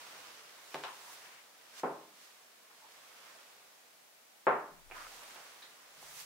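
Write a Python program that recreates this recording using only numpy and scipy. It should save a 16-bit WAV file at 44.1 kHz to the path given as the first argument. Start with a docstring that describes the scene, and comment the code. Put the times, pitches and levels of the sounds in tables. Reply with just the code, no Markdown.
"""Sleeves rustle close by, then a paperback and later a full glass mug are set down on a wooden table. The
place is a small quiet room with a left and a right microphone; the mug lands twice. Each contact is a short
push that rings the table top and fills the room by echoes and a noise tail. Skin and paper slide with a thin
hiss, and scuffs are grainy noise through one resonance. The loudest knock jolts and a passing arm fans slow
air, a wobbling low tone, mainly over the left microphone."""
import sys
import numpy as np
from scipy import signal
from scipy.fft import rfft, irfft, next_fast_len
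from scipy.io import wavfile
from scipy.ndimage import uniform_filter1d

SR = 44100
rng = np.random.default_rng(int(sys.argv[2]) if len(sys.argv) > 2 else 0)


def waveform_to_disk(signal):
    """Save audio, clipped to [-1, 1], as 16-bit WAV at the path in sys.argv[1]."""
    frames = np.transpose(np.atleast_2d(signal))
    scaled = np.clip(frames, -1, 1) * 32767
    samples = np.round(scaled).astype(np.int16)
    wavfile.write(sys.argv[1], SR, samples)


N = 276021

# how busily the sleeves move: start_s, level_db
SLEEVE_ACTIVITY = [(0.0, -52), (0.19, -51.5), (0.45, -56), (0.73, -57), (0.95, -55.5), (1.25, -54),
                   (1.5, -64), (1.75, -59.5), (2.1, -66), (2.55, -68.5), (2.95, -59), (3.3, -57),
                   (3.55, -61.5), (3.95, -69), (4.4, -96), (4.86, -79), (4.96, -54), (5.3, -52.5),
                   (5.85, -61), (6.1, -60), (6.26, -67)]
# quick strokes of skin or paper over the table:
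# peak_s, hiss_db, rise_s (per 20 dB), fall_s (per 20 dB), dragged_cloth_db
STROKES = [(0.75, -67, 0.12, 0.12, -66), (1.14, -58.5, 0.3, 0.05, -70), (1.797, -69, 0.07, 0.03, -54),
           (2.23, -71, .15, 0.28, -66.5), (5.15, -66.5, 0.6, .5, -79), (6.03, -62, 0.1, .5, -67),
           (6.205, -50.5, .13, .08, -54.5)]
# noise colour of sleeve cloth: pitch_hz, relative level_db (per Hz)
SLEEVE_COLOUR = [(35, -55), (60, -31), (121, -20), (216, -17.5), (352, -11.5), (386, -11), (444, -7),
                 (1100, -1.5), (5750, -8), (15600, -26.5)]
# noise colour of sliding skin and paper: pitch_hz, relative level_db (per Hz)
SLIDE_COLOUR = [(1500, -28), (3500, -20), (6000, 2), (9000, 4), (13000, 0), (15800, 1)]
# noise colour of room tone and microphone hiss: pitch_hz, relative level_db (per Hz)
QUIET_COLOUR = [(12, -57), (20, -37), (81, -21.5), (232, -6.5), (334, -6.5), (522, -1), (729, 0), (886, -3),
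                (2290, -3.5), (2700, -5), (5740, -7), (14000, -11), (15600, -10.5)]
# likeness of the two microphones in noise: pitch_hz, correlation (0 to 1)
LIKENESS = [(60, 1), (290, 1), (640, 0.59), (1400, 0.27), (3000, 0.016), (15000, 0.014)]
# contacts on the table: start_s, level_db, push_low_hz, push_high_hz, ring_db, bass_modes_db,
# room_db, tick_hz, tick_width_hz, tick_db, left_minus_right_db
CONTACTS = [(0.7425, -33.5, 503, 1520, -54, 0, -0.5, 3000, 3000, -5, -1),
            (0.7448, -29, 298, 970, -48, 5.5, -7.5, 2280, 2490, 2, 0.5),
            (0.813, -48, 1500, 2960, -62, 0, -9, 3500, 2500, -3, 0),
            (0.8373, -29.5, 686, 1520, -51, -27, -0.5, 3080, 2570, -1, 1.5),
            (1.834, -25.5, 248, 1054, -42, 2, 4, 2580, 1500, -24, 0),
            (1.856, -32, 350, 1100, -48, -6, 3, 2580, 1500, -30, 0),
            (4.4684, -15, 362, 1400, -43, -3, 4.5, 2640, 1200, -37.5, 0.5),
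            (4.901, -48.5, 500, 1000, -51, -2, -3, 2500, 773, -14, -10),
            (4.912, -39.5, 398, 1560, -49.5, 6.5, -5, 2450, 600, -1, -6.5),
            (4.921, -43.5, 600, 1490, -50, -5, -6, 2400, 610, 1, -6),
            (5.36, -41, 453, 1600, -60, 6, -1, 2530, 1500, -4.5, -3),
            (5.623, -50.5, 1500, 1900, -59, 5, 3, 3860, 900, 5, -1),
            (6.028, -44, 554, 905, -67, -4, -4, 2470, 1500, -23, -2)]
# modes of the table top: pitch_hz, relative level_db, t60_s (time to fall 60 dB)
TABLE_MODES = [(150, -10, 0.47), (170, -15.5, 0.38), (247, -39, .35), (273.5, -11, .45), (321, -9.5, 0.53),
               (382.4, 0, 0.44), (415.6, 1, 0.46), (522, 3, 0.34), (589, -6, 0.56), (626, -5, 0.32),
               (679, 3, 0.24), (722, -13, .35), (746, 3.5, 0.32), (863, -1, 0.36), (880, -8, 0.23),
               (895, 4, 0.41), (1000, 0, 0.31), (1052, 1, 0.45), (1080, 3, 0.21), (1210, -12, .3),
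               (1230, -25, .35), (1350, -3, 0.35), (1420, -22, 0.27), (1550, -3.5, 0.37), (1810, -24, .3)]
# echoes off the nearest surfaces: delay_s, relative level_db, right_extra_delay_ms
ECHOES = [(.0035, -15.5, 0.21), (.006, -4, -0.11), (0.0103, -16, 0.12), (.014, -5.5, -.2),
          (.0225, -8, 0.16)]
# how long the room rings: pitch_hz, t60_s (time to fall 60 dB)
ROOM_T60 = [(125, 0.91), (350, 0.43), (1000, 0.46), (2800, 0.43), (8000, 0.11)]
# brief scuffs, creaks and soft thumps of wood, paper and skin, and low rumbles with the fanned air: start_s,
# rise_s, hold_s, pitch_hz, width_hz, level_db, left_minus_right_db
SCUFFS = [(0.745, .01, .06, 75, 35, -81, 0), (1.836, .01, .08, 75, 35, -76, 0),
          (4.475, .01, .08, 70, 35, -79, 0), (0.855, .01, .03, 990, 400, -50, 4),
          (1.019, 0.021, 0.047, 940, 150, -62.5, 1), (1.205, 0.023, 0.17, 2010, 1520, -62.5, 6),
          (2.694, 0.0091, 0.036, 1300, 900, -67.5, 1), (2.813, 0.014, 0.026, 910, 200, -60, -2),
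          (3.273, 0.0092, 0.036, 1700, 1000, -62.5, -7), (3.348, 0.0075, 0.023, 750, 250, -65, -3),
          (4.703, 0.02, 0.072, 170, 60, -70, 5), (4.72, .05, .3, 70, 51, -77, 9),
          (4.936, 0.014, 0.05, 1280, 900, -49.5, -1), (5.0, .02, .04, 1250, 900, -56, -0.5),
          (5.612, .005, 0.031, 1730, 300, -67, -9), (5.942, 0.027, 0.29, 150, 70, -78, 6),
          (6.0, .05, .2, 60, 40, -85, 0)]
# puffs of low wobble, the first a jolt from the loudest knock, the rest slow air: peak_s, level_db (before the
# split between sides), rise_s (per 20 dB), fall_s (per 20 dB; a negative one goes on climbing)
PUFFS = [(4.474, -84, .07, .13), (4.73, -72, .06, 0.5), (4.904, -63, .15, 0.34), (6.044, -86, 0.4, -1)]
BANDS_HZ = 30 * 2 ** np.arange(0, 9.6, .5)  # half-octave band centres

SLEEVE_TILT_DB, STROKE_TILT_DB = -.5, 3.5  # per octave about 1200 Hz; dragged cloth is brighter
SLEEVE_HISS_DB = -9.5  # skin hiss relative to the sleeve activity
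MOVE_PAN_DB = -2  # left minus right
QUIET_DB = -61  # rms
TAIL_DB = -23.5  # late sound against the echoes
TOP_HZ = 15750  # upper edge of the recorder


def undb(db):
    """Amplitude gain of a level in dB."""
    return 10 ** (np.asarray(db) / 20)


def level(x, db):
    """Scale a signal to an rms level in dB."""
    return x * undb(db) / np.sqrt(np.mean(x ** 2))


def peak(x):
    """Scale a signal to a peak of 1."""
    return x / np.max(np.abs(x))


def sides(pan_db):
    """Gains of the left and right microphones for a left-minus-right difference."""
    return undb(np.array([pan_db, -pan_db]) / 2).reshape(2, -1)


def at(table, hz):
    """Value of a (Hz, value) table on a log-frequency axis."""
    table_hz, values = np.transpose(table)
    return np.interp(np.log(hz), np.log(table_hz), values)


def stereo(n, spectrum, likeness_scale=1.):
    """Spectrum of a stereo noise of rms 1, most alike in the bass, with its axis in Hz."""
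    size = 2 * next_fast_len(n // 2 + 1)
    hz = np.maximum(np.arange(size // 2 + 1) * SR / size, 1.)
    like = np.clip(likeness_scale * at(LIKENESS, hz), 0, 1)
    mid, side = rfft(rng.standard_normal((2, size))) * undb(at(spectrum, hz))
    shared = np.sqrt(1 + like) * mid
    opposed = np.sqrt(1 - like) * side
    pair = np.array([shared + opposed, shared - opposed])
    return pair / np.sqrt(np.mean(irfft(pair) ** 2)), hz


def noise(n, spectrum, likeness_scale=1.):
    """Stereo noise in time, 2 x n, of the given colour."""
    pair, _ = stereo(n, spectrum, likeness_scale)
    return irfft(pair)[:, :n]


def bands(n, spectrum):
    """One stereo noise in overlapping half-octave bands (centre Hz, 2 x n) that add up."""
    pair, hz = stereo(n, spectrum)
    for centre in BANDS_HZ:
        share = np.clip(1 - 2 * np.abs(np.log2(hz / centre)), 0, 1)
        yield centre, irfft(pair * share)[:, :n]


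def walk(rate):
    """Random levels held 1 / rate s and slewed twice; spread near 1."""
    hold = int(SR / rate)
    steps = np.repeat(rng.standard_normal(N // hold + 1), hold)
    return 1.3 * uniform_filter1d(uniform_filter1d(steps, hold), hold)[:N]


def swells(events):
    """Summed gains, straight in dB, that climb to each peak and then follow its fall time."""
    t = np.arange(N) / SR
    gain = 0
    for s, db, rise, fall in events:
        distance = np.where(t < s, (s - t) / rise, (t - s) / fall)
        gain = gain + undb(db - 20 * distance)
    return gain


def fibres(scatter_db, per_s):
    """Uneven catching of fibres: a quick random gain with occasional larger grains."""
    hold = int(SR / per_s)
    catches = undb(scatter_db * rng.exponential(size=N // hold + 1))
    grain = uniform_filter1d(np.repeat(catches, hold)[:N], hold)
    return level(grain, 0)


def movement():
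    """Sleeves rustle broadly; skin and paper hiss as they slide, most in the quick strokes."""
    busy = undb(np.interp(np.arange(N) / SR, *np.transpose(SLEEVE_ACTIVITY)))
    hiss = swells((s, db, rise, fall) for s, db, rise, fall, _ in STROKES)
    drag = swells((s, db, rise, fall) for s, _, rise, fall, db in STROKES)
    sleeve = 0
    for hz, band in bands(N, SLEEVE_COLOUR):
        octaves = np.log2(hz / 1200)
        cloth = busy * undb(SLEEVE_TILT_DB * octaves) + drag * undb(STROKE_TILT_DB * octaves)
        sleeve = sleeve + band * cloth * undb(0.76 * walk(20))  # each band flickers by itself
    slide = noise(N, SLIDE_COLOUR) * (busy * undb(SLEEVE_HISS_DB) + hiss)
    both = sleeve * fibres(0.76, 300) + slide * fibres(0.91, 500)
    return both * sides(MOVE_PAN_DB)


def quiet():
    """Room tone and microphone hiss: steady noise, only loosely alike at the two microphones."""
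    return undb(QUIET_DB) * noise(N, QUIET_COLOUR, likeness_scale=0.28)


def butter(x, order, hz, kind):
    """Butterworth filter of the given kind."""
    return signal.sosfilt(signal.butter(order, hz, kind, fs=SR, output="sos"), x)


def resonance(x, hz, width_hz):
    """One resonance passing a band of the given width."""
    return signal.lfilter(*signal.iirpeak(hz, hz / width_hz, fs=SR), x)


def room_tail(t):
    """Dense late sound that builds up in a few ms and dies at each pitch's own rate; thin in the bass."""
    colour = [(100, -15), (250, -8), (400, -4.5), (700, -3), (1200, -2.5), (4000, -0.5)]  # (Hz, dB per Hz)
    fading = sum(band * undb(-60 * t / at(ROOM_T60, hz)) for hz, band in bands(len(t), colour))
    return (1 - np.exp(-t / 0.00091)) * fading


def room(t, room_db):
    """Response at both microphones: direct sound, near echoes, then the tail."""
    air = np.tile((t == 0) * 1., (2, 1))
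    for delay, db, right_ms in ECHOES:
        arrivals = [int(delay * SR), int((delay + right_ms * 1e-3) * SR)]
        air[[0, 1], arrivals] += undb(db + room_db)
    return air + undb(room_db + TAIL_DB) * room_tail(t)


def table_ring(t, force, bass_db):
    """The push sets the decaying sine modes of the table top ringing."""
    modes = 0
    for k, (hz, db, t60) in enumerate(TABLE_MODES):
        # where the blow lands decides how much the broad low modes take up
        strength = db + bass_db * (hz < 340)
        modes = modes + (-1) ** k * undb(strength - 60 * t / t60) * np.sin(2 * np.pi * hz * t)
    return signal.fftconvolve(modes, peak(force))[:len(t)]


def knock(low_hz, high_hz, ring_db, bass_db, room_db, tick_hz, tick_width_hz, tick_db, pan_db):
    """A push rings the table; near surfaces repeat it and the room smears it into a tail."""
    t = np.arange(SR // 2) / SR
    click = (t[:SR // 20] == 0) * 1.
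    # a softer contact pushes longer and so loses its treble; a small patch radiates no bass
    force = butter(click, order=4, hz=high_hz, kind="low")
    push = peak(butter(force, order=3, hz=low_hz, kind="high"))
    tick = peak(resonance(resonance(click, tick_hz, tick_width_hz), tick_hz, tick_width_hz))
    contact = push + undb(tick_db) * tick
    heard = signal.fftconvolve(room(t, room_db), contact[None], axes=1)[:, :len(t)]
    ring = undb(ring_db) * table_ring(t, force, bass_db)
    # below its first mode the table top moves no air; the board first gives way, so pressure dips
    return -butter(heard + ring, order=3, hz=132, kind="high") * sides(pan_db)


def knocks():
    """Every contact on the table at its moment."""
    out = np.zeros((2, N + SR))
    for s, db, *touch in CONTACTS:
        sound = knock(*touch)
        start = int(s * SR)
        out[:, start:start + sound.shape[1]] += undb(db) * sound
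    return out[:, :N]


def scuffs():
    """Grainy rubbing through a doubled resonance; each swells, holds and fades away."""
    out, t = 0, np.arange(N) / SR
    rub = noise(N, [(20, 0), (20000, 0)]) * fibres(1.8, 220)
    for s, rise, hold, hz, width_hz, db, pan_db in SCUFFS:
        swell = np.clip((t - s) / rise, 0, 1)
        fade = undb(-60 * np.maximum(t - s - rise - hold, 0) / 0.18)  # 60 dB in 0.18 s
        tone = resonance(resonance(rub, hz, width_hz), hz, width_hz)
        out = out + level(tone, db) * swell * fade * sides(pan_db)
    return out


def draught():
    """Air fanned by the arm, and the jolt of the loudest knock, wobbles mainly the left diaphragm, the right
    one out of step."""
    t = np.arange(N) / SR
    phase = np.array([1.1 * walk(8), 4.3 * walk(13)])  # wandering, left and right, in radians
    wobble = np.sin(2 * np.pi * 24.0 * t + phase)
    return wobble * swells(PUFFS) * undb(np.array([[8], [-4]]))  # left and right dB


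def scene():
    """Movement over the quiet room, with knocks, scuffs and a low air wobble."""
    return movement() + quiet() + knocks() + scuffs() + draught()


def record(dry):
    """The recorder cuts the top steeply."""
    return signal.sosfilt(signal.ellip(12, .2, 80, TOP_HZ, fs=SR, output="sos"), dry)


dry = scene()
out = record(dry)
waveform_to_disk(out)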